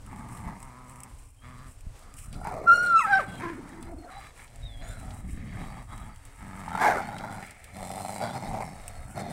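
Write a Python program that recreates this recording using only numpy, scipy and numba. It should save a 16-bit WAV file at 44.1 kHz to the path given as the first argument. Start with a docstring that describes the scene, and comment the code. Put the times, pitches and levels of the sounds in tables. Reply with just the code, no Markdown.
"""Dogs growl close by through clenched teeth, scuff the ground and click; one further off yelps, and a wall
throws the yelp back. Thin whines pass and wind rumbles on the microphone: they tug at a toy in a dirt yard.
Growls are uneven pulses and puffed air ringing in chest, mouth, throat and teeth. The yelp is a stack of
sines on one gliding pitch, the whines are single sines. Hiss, wind and thuds are shaped noise."""
import sys
import numpy as np
from scipy import signal
from scipy.fft import rfft, irfft, next_fast_len
from scipy.io import wavfile
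from scipy.ndimage import uniform_filter1d
from numba import njit

SR = 44100
rng = np.random.default_rng(int(sys.argv[2]) if len(sys.argv) > 2 else 0)


def to_wav(sig):
    """Store sig (one row per channel, or 1-D mono) as 16-bit WAV at the path in sys.argv[1].

    Samples outside -1..1 are clipped; the rate is SR.
    """
    pcm = np.clip(np.atleast_2d(sig), -1, 1) * 32767
    pcm = np.round(pcm).astype(np.int16)
    wavfile.write(sys.argv[1], SR, pcm.T)  # frames by channels


N = 411012  # length in samples

CLEAR, HUSKY, GRUFF, TORN = .16, .3, .5, .85  # roughness of the vocal folds, 0-1
# Growls, which may overlap. Each row: start in seconds, length in seconds, mouth level in dB at the start,
# mouth level in dB at the end, chest level in dB, first mouth resonance in Hz, second mouth resonance in Hz,
# second resonance in dB relative to the first, then upper resonances, teeth and breath, each in dB relative
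# to the mouth, fold pulses per second, roughness from 0 to 1.
GROWLS = [(0.0, 0.082, -72.5, -58, -54.5, 920, 1270, 4, -10, -22, -26, 110, TORN),
          (0.08, 0.42, -48, -49, -44, 826, 1190, 0.5, -8, -42, -17, 113.2, GRUFF),
          (0.43, 0.14, -49, -51, -49.5, 919.5, 1210, -12, -10, -40, -26.5, 120.2, GRUFF),
          (0.59, 0.47, -51, -54, -51.5, 946, 1240, -2.5, -7, -41, -30, 127.6, CLEAR),
          (1.04, 0.26, -63, -71, -74, 1015, 1211, -14, -13.5, -16, -10, 112.4, GRUFF),
          (1.411, 0.27, -52, -56.5, -49.5, 950, 1205, 11, 1.5, -17, -14, 125.9, CLEAR),
          (1.999, 0.29, -59.5, -61.5, -62, 672, 1235, 11, -8, -15, -13, 113.7, TORN),
          (2.30, 0.1, -51, -49.5, -42.5, 732, 1380, -4, -17, -16, -9.5, 109.6, TORN),
          (2.425, 0.068, -36, -36, -43.5, 850, 1390, -8, -12, -29, -25, 90, TORN),
          (2.5, 0.27, -37, -41, -47, 593, 1230, -9, -17, -43, -28, 100, TORN),
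          (2.77, 0.2, -44, -46.5, -48, 581.7, 1339, -2.5, -9.5, -9.5, -10, 110.1, TORN),
          (3.03, 0.17, -49.5, -45.5, -46, 612, 1248, 7, 5.5, -18, -7, 110.9, TORN),
          (3.25, 0.16, -48.5, -48.5, -41.5, 697, 1484, -12, -8.5, -10, -8, 110.1, TORN),
          (3.389, 0.13, -41, -51, -49, 1062, 1590, 5, 1.5, -38, -25, 110.9, TORN),
          (3.51, 0.38, -57.5, -52.5, -51, 820, 1298, -5, -5.5, -18, -17, 107.5, TORN),
          (3.88, 0.13, -56.5, -57, -65, 668, 1344, -27, -32, -43, -21.5, 114, TORN),
          (4.078, 0.19, -51, -54, -61, 763, 1186, 11, 2, -11.5, -9, 125.8, GRUFF),
          (4.349, 0.079, -51, -56, -60, 938, 1350, 1, 2.5, -16, -1.5, 120.3, GRUFF),
          (4.46, 0.37, -64, -58, -60, 678, 1365, -28, 1.5, -10, -9, 117.7, CLEAR),
          (4.799, 0.19, -49.5, -52.5, -51, 680, 1380, 2, -5.5, -11, -17, 110.2, GRUFF),
          (5.0, 0.19, -51.5, -50, -47, 768.5, 1279, -3.5, -7.5, -21, -7.5, 111, GRUFF),
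          (5.209, 0.4, -66.5, -55, -42.5, 717.5, 1190, 1, 1.5, -11, -14.5, 110.6, TORN),
          (5.549, 0.25, -50, -48, -47, 778, 1204, -1, -4.5, -17.5, -14, 119.1, GRUFF),
          (5.87, 0.23, -46, -53, -49, 835, 1232, 2, -7.5, -16.5, -11, 115.8, GRUFF),
          (6.1, 0.31, -65, -62, -83, 904, 1287, -1, 0, -12, -6, 99.6, GRUFF),
          (6.38, 0.4, -53, -41.5, -44, 852, 1245, 1.5, 1.5, -26, -12, 90.5, HUSKY),
          (6.7, 0.09, -41.5, -36, -47, 818.6, 1429, -3, -13, -16, -25, 100.1, GRUFF),
          (6.77, .07, -38, -20, -49, 881.7, 1672, -7, -15, -31, -26, 110, TORN),
          (6.845, .13, -19.5, -30, -41.5, 730, 1431, -3, -14.5, -42, -34, 109.6, TORN),
          (6.99, 0.39, -38, -42.5, -42.5, 804, 1430, -7, -8, -20.5, -21, 99.85, GRUFF),
          (7.38, 0.077, -48.5, -50, -52, 743, 1359, -2, 6, -15, -13, 85, GRUFF),
          (7.471, 0.37, -60, -61, -65, 730, 1363, -5, -0.5, -21, -27, 85, TORN),
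          (7.72, 0.47, -43, -39, -44, 764.4, 1336, -21, -7.5, -15, -6.5, 96.6, HUSKY),
          (8.185, 0.06, -38.5, -32.5, -39.5, 734.4, 1461, -10, -18.5, -17, -19.5, 118.5, GRUFF),
          (8.26, 0.051, -33.5, -38, -37, 737.5, 1463, -9, -14.5, -13.5, -15.5, 115, GRUFF),
          (8.33, 0.16, -39, -41.5, -40, 761, 1373, -14, -14.5, -16.5, -13.5, 108, GRUFF),
          (8.489, 0.083, -36.5, -33, -39.5, 739.5, 1240, -43, -22, -50, -23.5, 101.8, GRUFF),
          (8.591, .13, -39, -46.5, -43, 748.6, 1263, -17, -6.5, -15, -10.5, 93.96, GRUFF),
          (8.74, 0.3, -51.5, -51.5, -56.5, 692.7, 1317, -7, -3, -14, -8.5, 94.8, GRUFF),
          (9.051, 0.084, -56, -50, -49, 766.6, 1460, 0, -8.5, -31, -4.5, 99.8, GRUFF),
          (9.14, 0.17, -37, -41.5, -38.5, 698.4, 1372, -13.5, -14.5, -16, -14, 105.3, TORN)]
# Resonances of the chest. Each row: centre in Hz, width in Hz, strength in dB.
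CHEST = [(106, 67, 8.5), (208.2, 86, 7.5)]
# Resonances of the upper throat. Each row: centre in Hz, width in Hz, strength in dB.
UPPER = [(1680, 193, 25), (2128, 269, 26.5), (2920, 2700, 6)]
# Strongest tooth resonance as the lips move. Each row: time in seconds, centre in Hz.
LIPS = [(0, 4020), (3.2, 4020), (3.28, 3305), (3.45, 3354), (3.9, 4100), (6.5, 3705), (6.78, 3711),
        (6.82, 4148), (6.95, 3521), (7.4, 4008), (8.1, 4033), (8.2, 3825), (8.3, 3783), (8.36, 4163),
        (8.45, 4190), (8.55, 4505), (9.32, 4114)]
# Tooth resonances that slide together. Each row: ratio to the strongest one, strength in dB.
SNARL_COMB = [(0.872, 8.5), (1.002, 12), (1.188, 7), (1.38, -1.5)]
# Colour of hiss and clicks. Each row: frequency in Hz, relative density in dB per Hz.
RUSTLE = [(1470, -16.5), (2500, 2.5), (3160, -4.5), (3980, -35.5), (5190, -4), (6550, -5.5), (7830, 6.5),
          (9080, 6.5), (11100, -4), (15200, -12), (16000, -6.5)]
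# Paws and fur scuffing the ground. Each row: start in seconds, length in seconds, level in dB.
SCUFFS = [(0.292, 0.092, -57), (0.59, 0.04, -64), (0.841, 0.095, -66), (1.068, .2, -68),
          (1.642, 0.064, -63.5), (2.15, 0.08, -50.5), (2.454, 0.038, -58), (2.706, 0.13, -50),
          (2.94, 0.1, -53.5), (4.814, 0.17, -58.5), (5.268, 0.052, -57), (6.928, 0.063, -55),
          (7.307, 0.03, -52.5), (7.388, 0.039, -52)]
# Colour of the wind. Each row: frequency in Hz, relative density in dB per Hz.
WIND = [(12, -27.5), (20, 6.5), (129, -4.5), (201, -56), (282, -13.5), (353, -80), (400, -54), (520, -66),
        (880, -120)]
# Strength of the wind. Each row: time in seconds, level in dB around which it wavers.
GUSTS = [(0.0, -46), (0.52, -48), (0.57, -51), (1.09, -51), (1.11, -44), (1.3, -53), (1.97, -43),
         (2.02, -51), (2.31, -40), (3.01, -55), (3.14, -50), (3.76, -52), (3.97, -42), (4.02, -50.5),
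         (4.49, -53), (4.65, -36), (4.75, -43), (4.83, -36), (4.96, -42.5), (5.32, -36.5), (6.18, -47.5),
         (7.42, -49), (7.55, -61), (7.74, -45.5), (8.38, -66), (8.49, -40), (8.64, -50.5), (9.06, -37),
         (9.14, -53.5), (9.32, -51)]
# Colour of the steady background noise. Each row: frequency in Hz, relative density in dB per Hz.
FLOOR = [(59, -56), (100, -13.5), (160, -18.5), (461, -11.5), (818, -12.5), (3780, -26), (8460, -25.5),
         (16000, -42.5)]
# Claws, teeth and grit. Each row: time in seconds, strength in dB, duller part in dB relative to that.
CLICKS = [(0.0637, -43, -22), (0.1604, -45.5, -15), (0.2868, -42, -21), (0.3727, -39.5, -17),
          (0.603, -41, -31), (0.628, -36, -24), (0.896, -40, -32), (0.959, -41, -35), (1.0039, -37, -38.5),
          (1.0342, -31, -41), (1.664, -60, 1), (1.789, -70, 1), (1.808, -43, -26), (1.992, -44, -25.5),
          (2.024, -64, 5.5), (2.14, -39.5, -24), (2.189, -40, -16), (2.328, -40.5, -7), (2.341, -61, 10),
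          (2.4453, -39.5, -20), (3.691, -45, -20), (3.827, -38.5, -13.5), (4.2427, -57, -18.5),
          (4.4771, -58, 3), (4.559, -45, -17), (5.1059, -62, 12.5), (5.9777, -41, -14), (6.16, -44, -15.5),
          (6.252, -39.5, -21), (6.6865, -56.5, 6.5), (6.816, -58.5, -1), (7.021, -49, 1), (7.183, -39, -3),
          (7.3168, -58, -19.5), (7.5086, -38, -15), (7.642, -35, -18), (8.5296, -54, -12),
          (8.88, -27.5, -45), (9.024, -53, -12)]
# Vocal folds slapping shut hard. Each row: time in seconds, strength in dB.
SLAPS = [(0.129, -39.5), (0.161, -44), (2.023, -49), (2.415, -32), (2.45, -26), (2.512, -28),
         (6.679, -26.5), (6.717, -28), (6.75, -22), (6.776, -23.5), (7.089, -31), (7.239, -30), (7.76, -36),
         (7.902, -29.5), (8.004, -28), (8.048, -29), (8.092, -28), (8.161, -35), (8.359, -31), (8.676, -36)]
# Thuds of paws and gusts. Each row: time in seconds, strength in dB, time to fall by 60 dB in seconds.
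THUDS = [(0.467, -21.5, 0.07), (1.095, -48, 0.075), (1.868, -24, 0.11), (1.953, -42, 0.037),
         (2.282, -26, 0.05), (4.827, -40, 0.069), (5.331, -20.5, 0.12), (5.432, -38.5, 0.064),
         (6.064, -33, 0.061), (8.491, -38, 0.058)]
# Thin whines. Each row: start in seconds, length in seconds, pitch in Hz at start, at middle and at end,
# level in dB at start and at end.
WHINES = [(1.36, .105, 3100, 3200, 3380, -73, -66), (3.27, .15, 3350, 3250, 3150, -63, -62),
          (3.88, .09, 670, 670, 660, -54, -54), (3.98, .08, 4350, 4260, 4290, -64, -64),
          (4.01, .08, 730, 705, 705, -48, -51), (4.085, .13, 715, 770, 765, -49, -50),
          (4.11, .2, 3850, 3950, 3900, -61, -70), (4.618, .04, 3780, 3800, 3800, -52, -62),
          (4.648, .19, 3870, 3370, 3340, -49, -63), (4.82, .13, 6520, 7000, 7250, -65, -63),
          (4.875, .07, 3455, 3570, 3480, -64, -64), (8.43, .16, 3920, 3900, 3880, -64, -72)]
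# The yelp and the moan after it. Each row: time in seconds, pitch in Hz, level in dB before the head
# colours it, overtones in dB relative to the head's colour.
YELP = [(2.66, 1337, -46, -12), (2.678, 1390, -17.5, -13), (2.705, 1368, -12.5, -13),
        (2.725, 1393, -15.5, -5.5), (2.75, 1416, -25.5, 4.5), (2.82, 1440, -28.5, 0.5),
        (2.88, 1412, -25.5, -2.5), (2.94, 1356, -20, -19), (2.97, 1324, -15, -11.5), (2.99, 1299, -26.5, 2),
        (3.0, 1240, -27, 6), (3.02, 1000, -35, 9), (3.045, 890, -39, 2), (3.075, 772, -33.5, -5.5),
        (3.11, 825, -23.5, -7.5), (3.135, 773.6, -22.5, 3.5), (3.155, 778, -20, -8), (3.183, 782, -25, -8),
        (3.2, 640, -36, 12), (3.218, 505, -52, 11), (3.25, 320, -60, -6), (3.39, 250, -60, -4),
        (3.415, 320, -52, 6), (3.435, 343, -43, -3), (3.51, 340, -46, -9), (3.56, 307, -50, -16.5),
        (3.7, 285, -53, -13), (3.85, 317.3, -54, -15), (4.0, 265, -52, -25), (4.1, 280, -64, 1)]
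# Colour of the yelping head. Each row: frequency in Hz, strength in dB.
HEAD = [(250, 1.5), (540, 9.5), (690, -4), (765, -2), (1030, 4), (1400, 2.7), (1550, 5.5), (1680, 2),
        (1900, -2), (2300, -19.5), (2600, -15.5), (2900, -28), (3200, -31), (3950, -24), (5500, -30),
        (9000, -38)]
# High tones that linger on while the yelp breaks and falls below them. Each row: start in seconds, length in
# seconds, pitch in Hz at start, at middle and at end, level in dB at start and at end.
HELD = [(2.985, .085, 1320, 1300, 1300, -23, -30), (2.972, .075, 2670, 2630, 2380, -37, -33),
        (2.98, .065, 3990, 3900, 3620, -56, -53), (2.98, .06, 5330, 5240, 5050, -56, -55),
        (2.965, .075, 6750, 6560, 6300, -54, -47), (2.972, .068, 8100, 7870, 7500, -50, -52)]
# Wall echoes. Each row: delay in seconds, level in dB before the treble is dulled.
ECHOES = [(.047, -16)]
# The throat flaps and chops a growl into beats. 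Each row: first beat in seconds, length in seconds,
# beats per second, fade within a beat in dB.
THROBS = [(7.087, .2, 26, 5), (7.758, .44, 27.3, 4), (8.207, .13, 23, 4), (8.357, .15, 29, 3),
          (8.51, .2, 30, 4)]

ATTACK_S, RELEASE_S = .04, .1
CHEST_FOLLOWS = 0.17  # share of the mouth's swell that the chest takes
SLACK_PER_S, WEAK_BEAT_DB = 104, -3.5  # below this pulse rate, every other pulse grows weaker, at most this much
MOUTH_WIDTH_HZ, SECOND_WIDTH_HZ = 105, 105
JAW_SHAKE, JAW_DRIFT = .05, .015  # spread of quick shake (times roughness squared) and of slow wandering
LIPS_MOVE = .012  # spread of the slow wandering of the tooth resonances
SHUFFLE_DB = -66.5  # the steady shuffle under the scuffs
FLOOR_DB = -62.5
GLIDE_LOSS_DB = .8  # how strongly a fast glide dulls the yelp's overtones
YARD_T60_S, YARD_DB = .6, -16  # time for the tail to fall by 60 dB, tail level before the treble is dulled
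CUTOFF_HZ = 15750


def from_db(db):
    """Decibels to gain."""
    return 10 ** (np.asarray(db) / 20)


def rms_one(x):
    """Scale a signal to unit rms (average power 1)."""
    return x / np.sqrt(np.mean(x ** 2) + 1e-20)


def in_time(rows):
    """Table columns as curves, one value a sample."""
    s, *columns = np.transpose(rows)
    return [np.interp(np.arange(N) / SR, s, column) for column in columns]


def each_sample(slow):
    """Millisecond values spread to one a sample."""
    return np.interp(np.arange(N) / SR * 1000, np.arange(len(slow)), slow)


def evened(x, span_s):
    """Divide out the slow level, averaged over span_s."""
    return x / np.sqrt(uniform_filter1d(x ** 2, int(span_s * SR)) + 1e-12)


def drift(rate):
    """Smooth random wandering of spread 1; a higher rate in Hz wanders faster."""
    r = np.exp(-2 * np.pi * rate / SR)
    noise = rng.standard_normal(N + SR)
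    return rms_one(signal.lfilter([1], [1, -2 * r, r * r], noise)[SR:])


def coloured(spectrum):
    """Noise with the given spectrum, rms 1."""
    size = next_fast_len(N)
    hz = np.maximum(np.arange(size // 2 + 1) * SR / size, 1)
    points = np.array(spectrum)
    level_db = np.interp(np.log(hz), np.log(points[:, 0]), points[:, 1], left=-80)
    white = rfft(rng.standard_normal(size))
    return rms_one(irfft(white * from_db(level_db), size)[:N])


def band_passed(x, low_hz, high_hz):
    """Keep only the sound between two frequencies."""
    return signal.sosfilt(signal.butter(2, [low_hz, high_hz], "band", fs=SR, output="sos"), x)


@njit
def resonate(x, turn, r):
    """Two-pole resonance, gain 1 on top; turn is the centre in radians a sample and may move."""
    y = np.zeros(len(x))
    for i in range(2, len(x)):
        y[i] = (1 - r * r) / 2 * (x[i] - x[i - 2]) + 2 * r * np.cos(turn[i]) * y[i - 1] - r * r * y[i - 2]
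    return y


def resonance(x, hz, width_hz):
    """A hollow that rings at hz, steady or moving."""
    return resonate(x, 2 * np.pi * hz / SR * np.ones(len(x)), np.exp(-np.pi * width_hz / SR))


def bank(x, modes):
    """Resonances side by side, with alternating sign."""
    return sum((-1) ** k * from_db(db) * resonance(x, hz, width) for k, (hz, width, db) in enumerate(modes))


def bursts(events, noise, rise_s=0):
    """Each event opens the noise within about rise_s and lets it die away."""
    gain = np.zeros(N)
    for s, db, t60 in events:
        at = int(s * SR)
        t = np.arange(min(SR // 4, N - at)) / SR
        gain[at:at + len(t)] += from_db(db - 60 * t / max(t60, .003))
    return uniform_filter1d(gain, 1 + int(rise_s * SR)) * noise


def swell(start, length, start_db, end_db):
    """Gain of one event, a value every millisecond: attack, a straight run in dB, release."""
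    t = np.arange(0, N / SR, .001) - start
    attack = np.clip(t / ATTACK_S, 0, 1)
    release = np.clip(1 - (t - length) / RELEASE_S, 0, 1) ** 2
    return attack * release * from_db(np.interp(t, [0, length], [start_db, end_db]))


def throats():
    """Mouth and chest gains add up over the growls; all other settings are blends led by the louder dog."""
    mouth, chest = 1e-6, 0  # the tiny start keeps the division below safe in silence
    blend = 1e-6 * np.array(GROWLS[0][5:])[:, None]
    for start, length, start_db, end_db, chest_db, *settings in GROWLS:
        gain = swell(start, length, start_db, end_db)
        half_db = CHEST_FOLLOWS * (end_db - start_db) / 2
        mouth = mouth + gain
        blend = blend + gain * np.array(settings)[:, None]
        chest = chest + swell(start, length, chest_db - half_db, chest_db + half_db)
    return [each_sample(control) for control in (mouth, chest, *(blend / mouth))]


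def folds(per_s, rough, jitter=.35, shimmer_db=3.3, breath=2.2, wander=.02):
    """Vocal folds: separate pulses, uneven in time and size; pulses plus puffed air; the puff shape."""
    uneven = jitter * rough ** 1.2 * drift(45) + wander * drift(3)
    cycles = np.cumsum(per_s * np.exp(uneven)) / SR
    at = np.flatnonzero(np.diff(np.floor(cycles)))
    every_other = np.arange(len(at)) % 2
    slack = np.clip((SLACK_PER_S - per_s[at]) / 8, 0, 1) * every_other
    pulses = np.zeros(N)
    pulses[at] = from_db(WEAK_BEAT_DB * slack + shimmer_db * rough[at] * rng.standard_normal(N)[at])
    puff = rms_one(signal.lfilter([1], [1, -np.exp(-1 / (.007 * SR))], pulses))  # dies over 7 ms
    pulses = rms_one(pulses)
    air = breath * (1.1 * rough + .17) * (puff + 1.2 * rough ** 2) * rng.standard_normal(N)
    return pulses, pulses + air, puff


def growl(pulses, breathy, level, chest_level, first_hz, second_hz, second_db, upper_db, rough):
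    """The pulses ring in chest, mouth and upper throat; steep skirts keep the valleys dark."""
    def shaken(hz):
        return hz * np.exp(JAW_SHAKE * rough ** 2 * drift(20) + JAW_DRIFT * drift(3))

    first_hz, second_hz, stretch = shaken(first_hz), shaken(second_hz), shaken(1)
    # two resonances in a row make the steep skirts
    first = resonance(resonance(breathy, first_hz, MOUTH_WIDTH_HZ), first_hz, 430)
    second = resonance(resonance(breathy, second_hz, SECOND_WIDTH_HZ), second_hz, 1100)
    first = first + from_db(-3.5) * resonance(breathy, 0.852 * first_hz, 93)  # weaker throat resonance below
    mouth = evened(first - from_db(second_db) * second, 0.15)
    chest = evened(resonance(bank(pulses + 1.15 * breathy, CHEST), 120, 340), 0.084)
    # torn voices rattle in the windpipe, clear voices hum through the nose
    windpipe = evened(resonance(resonance(breathy, 414, 160), 457, 450), 0.07)
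    mouth = mouth + rough ** 3 * from_db(-10.5) * windpipe
    nose = evened(resonance(resonance(pulses, 610, 220), 610, 400), 0.12)
    nose = (1 - rough) ** 6 * from_db(-4) * nose
    upper = bank(breathy, [(hz * stretch, width, db) for hz, width, db in UPPER])
    upper = evened(signal.sosfilt(signal.butter(2, 1500, "high", fs=SR, output="sos"), upper), 1.0)
    return level * (mouth + nose + from_db(upper_db) * upper) + chest_level * chest


def snarl(breathy, level, width_hz=300, flicker_db=3):
    """The tooth resonances slide together as the lips move; each swells and fades on its own."""
    hz = in_time(LIPS)[0] * (1 + LIPS_MOVE * drift(0.77))
    comb = np.zeros(N)
    for ratio, db in SNARL_COMB:
        tooth = resonance(resonance(breathy, ratio * hz, width_hz), ratio * hz, 470)
        comb += from_db(db + flicker_db * drift(6.0)) * tooth
    return level * evened(comb, 0.16)


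def shuffling():
    """Level of the ground noise: a wavering steady shuffle plus the separate scuffs."""
    scuffs = sum(swell(s, length, db, db) for s, length, db in SCUFFS)
    return from_db(SHUFFLE_DB + 1.5 * drift(4.1)) + each_sample(scuffs)


def rustle(shuffle, breath_level, mouth, puff, grit_db=2.5, quiet_db=-52, loud_db=-40, tube_hz=760, echo=0.53):
    """Gritty hiss; in harder growls more of it is breath that throbs with the folds and rings in a tube."""
    share = np.clip((20 * np.log10(mouth) - quiet_db) / (loud_db - quiet_db), 0, .8)
    # the throat tube sends the sound back and forth
    round_trip = np.r_[1, np.zeros(int(SR / tube_hz) - 1), -echo]
    breath = rms_one(signal.lfilter([1], round_trip, coloured(RUSTLE) * puff ** 2))
    grit = coloured(RUSTLE) * from_db(grit_db * drift(60))
    return np.hypot(shuffle, breath_level) * evened((1 - share) * grit + share * breath, 0.17)


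def wind_rumble():
    """Low noise that rises and falls with the gusts."""
    return from_db(in_time(GUSTS)[0] + 1.4 * drift(3.1)) * evened(coloured(WIND), 0.41)


def background():
    """Steady noise whose level wanders a little."""
    return from_db(FLOOR_DB + 3.6 * drift(3.2)) * coloured(FLOOR)


def clicks(crack_s=0.0077, tail_s=0.057, tail_db=-14):
    """A bright noise crack with a short tail, and a duller part of its own strength."""
    dull = rms_one(band_passed(rng.standard_normal(N), 1800, 5000))
    cracks = bursts([(s, db, crack_s) for s, db, dull_db in CLICKS], 0.76, rise_s=0.00045)
    tails = bursts([(s, db + tail_db, tail_s) for s, db, dull_db in CLICKS], 0.96, rise_s=0.0052)
    knocks = bursts([(s, db + dull_db, tail_s) for s, db, dull_db in CLICKS], dull, rise_s=0.0022)
    return (cracks + tails) * coloured(RUSTLE) + knocks


def slaps(first_hz, second_hz, width_hz=130, second_db=-13, duck_db=-3, duck_s=.01):
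    """Single hard pulses ring in the mouth; also the growl's gain, which dips briefly just before each."""
    s, db = np.transpose(SLAPS)
    hits, caught = np.zeros(N), np.zeros(N)
    hits[(s * SR).astype(int)] = from_db(db) * SR / (np.pi * width_hz)
    caught[((s - duck_s / 2) * SR).astype(int)] = duck_s * SR
    first, second = [resonance(resonance(hits, hz, width_hz), hz, 240) for hz in (first_hz, second_hz)]
    dip = from_db(duck_db * uniform_filter1d(caught, int(duck_s * SR)))
    return first - from_db(second_db) * second, dip


def thuds():
    """Single low pushes that die away, filtered to the bass."""
    return band_passed(bursts(THUDS, 1.13, rise_s=0.00277), 35, 300)


def whines(rows, waver_hz=25, break_db=4.5, edge_s=.012):
    """Single sines that waver in pitch and break in level."""
    out = np.zeros(N)
    wobble, breaks_db = waver_hz * drift(60), break_db * drift(50)
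    for s, length, start_hz, middle_hz, end_hz, start_db, end_db in rows:
        span = slice(int(s * SR), int((s + length) * SR))
        share = np.linspace(0, 1, span.stop - span.start)
        curve = np.polyfit([0, .5, 1], [start_hz, middle_hz, end_hz], 2)
        hz = np.polyval(curve, share) + wobble[span]
        edges = np.clip(np.minimum(share, 1 - share) * length / edge_s, 0, 1)
        level = edges * from_db(start_db + (end_db - start_db) * share + breaks_db[span])
        out[span] += np.sqrt(2) * level * np.sin(2 * np.pi * np.cumsum(hz) / SR)
    return out


def sounding(rows, edge_s=0.0022):
    """1 inside the table's time span, with soft edges."""
    start, end = rows[0][0], rows[-1][0]
    return np.interp(np.arange(N) / SR, [start - edge_s, start, end, end + edge_s], [0, 1, 1, 0])


def yelp(waver=.004, flutter_db=.7, break_db=5):
    """Seven partials on one gliding pitch; the first is cleanest, high ones break up; the head colours all."""
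    hz, level_db, overtones_db = in_time(YELP)
    # glide speed in octaves a second
    glide = np.abs(uniform_filter1d(np.gradient(np.log2(hz)) * SR, int(.01 * SR)))
    # the faster the glide and the lower the moan, the less steady the pitch
    hoarse = 1 + .3 * glide + 7 * (hz < 400) + 25 * (hz < 325)
    phase = 2 * np.pi * np.cumsum(hz * (1 + hoarse * waver * drift(37.2))) / SR
    head_hz, head_db = np.transpose(HEAD)
    spread_db = [flutter_db, 2 * flutter_db] + [break_db] * 5
    tone = np.zeros(N)
    for k in range(1, 8):
        colour_db = np.interp(np.log(k * hz), np.log(head_hz), head_db)
        loss_db = GLIDE_LOSS_DB * min(k - 1, 3) ** 2 / 3 * glide
        partial_db = level_db + (k > 1) * overtones_db - loss_db + colour_db
        unsteady_db = np.maximum(spread_db[k - 1] + .15 * glide, 4.5 * (hz < 400))
        tone += from_db(partial_db + unsteady_db * drift(52)) * np.sin(k * phase)
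    return np.sqrt(2) * sounding(YELP) * tone


def yard(x):
    """The direct sound, the wall's echo and a short diffuse tail."""
    t = np.arange(int(.6 * SR)) / SR
    tail = rng.standard_normal(len(t)) * from_db(-60 * t / YARD_T60_S) * (t > .02)
    reply = from_db(YARD_DB) * tail / np.sqrt(np.sum(tail ** 2))
    reply[0] = 1  # the direct sound
    for s, db in ECHOES:
        reply[int(s * SR)] += from_db(db)
    reply[1:] = signal.lfilter([.3], [1, -.7], reply[1:])  # walls return the treble weaker
    return signal.fftconvolve(x, reply)[:N]


def throb(rise=.25, uneven_db=1.5):
    """Gain of the throat's flapping beats: each opens fast and fades until the next."""
    t = np.arange(0, N / SR, .001)
    db = np.zeros(len(t))
    for start, length, per_s, fade_db in THROBS:
        beats = (t - start) * per_s + rise
        shape = np.interp(beats % 1, [0, rise, 1], [-.6, .4, -.6])
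        size_db = uneven_db * rng.standard_normal(40)[np.clip(beats.astype(int), 0, 39)]
        db = db + (fade_db * shape + size_db) * ((beats > 0) & (t < start + length))
    return each_sample(uniform_filter1d(from_db(db), 3))


def scene():
    """All sources added up at one microphone."""
    mouth, chest, first_hz, second_hz, second_db, upper_db, teeth_db, breath_db, per_s, rough = throats()
    pulses, breathy, puff = folds(per_s, rough)
    beats = throb()
    slapped, caught = slaps(first_hz, second_hz)
    growls = growl(pulses, breathy, mouth * beats * caught, chest,
                   first_hz, second_hz, second_db, upper_db, rough)
    snarls = snarl(breathy, mouth * np.sqrt(beats) * from_db(teeth_db))
    hiss = rustle(shuffling(), mouth * from_db(breath_db), mouth, puff)
    distant = yard(yelp() + whines(HELD))
    voices = growls + snarls + slapped + whines(WHINES) + distant
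    return (voices + hiss + wind_rumble() + background() + clicks() + thuds())[None]


def record(dry):
    """A steep low-pass filter cuts off the top of the treble."""
    return signal.sosfilt(signal.ellip(10, .5, 75, CUTOFF_HZ, fs=SR, output="sos"), dry)


dry = scene()
out = record(dry)
to_wav(out)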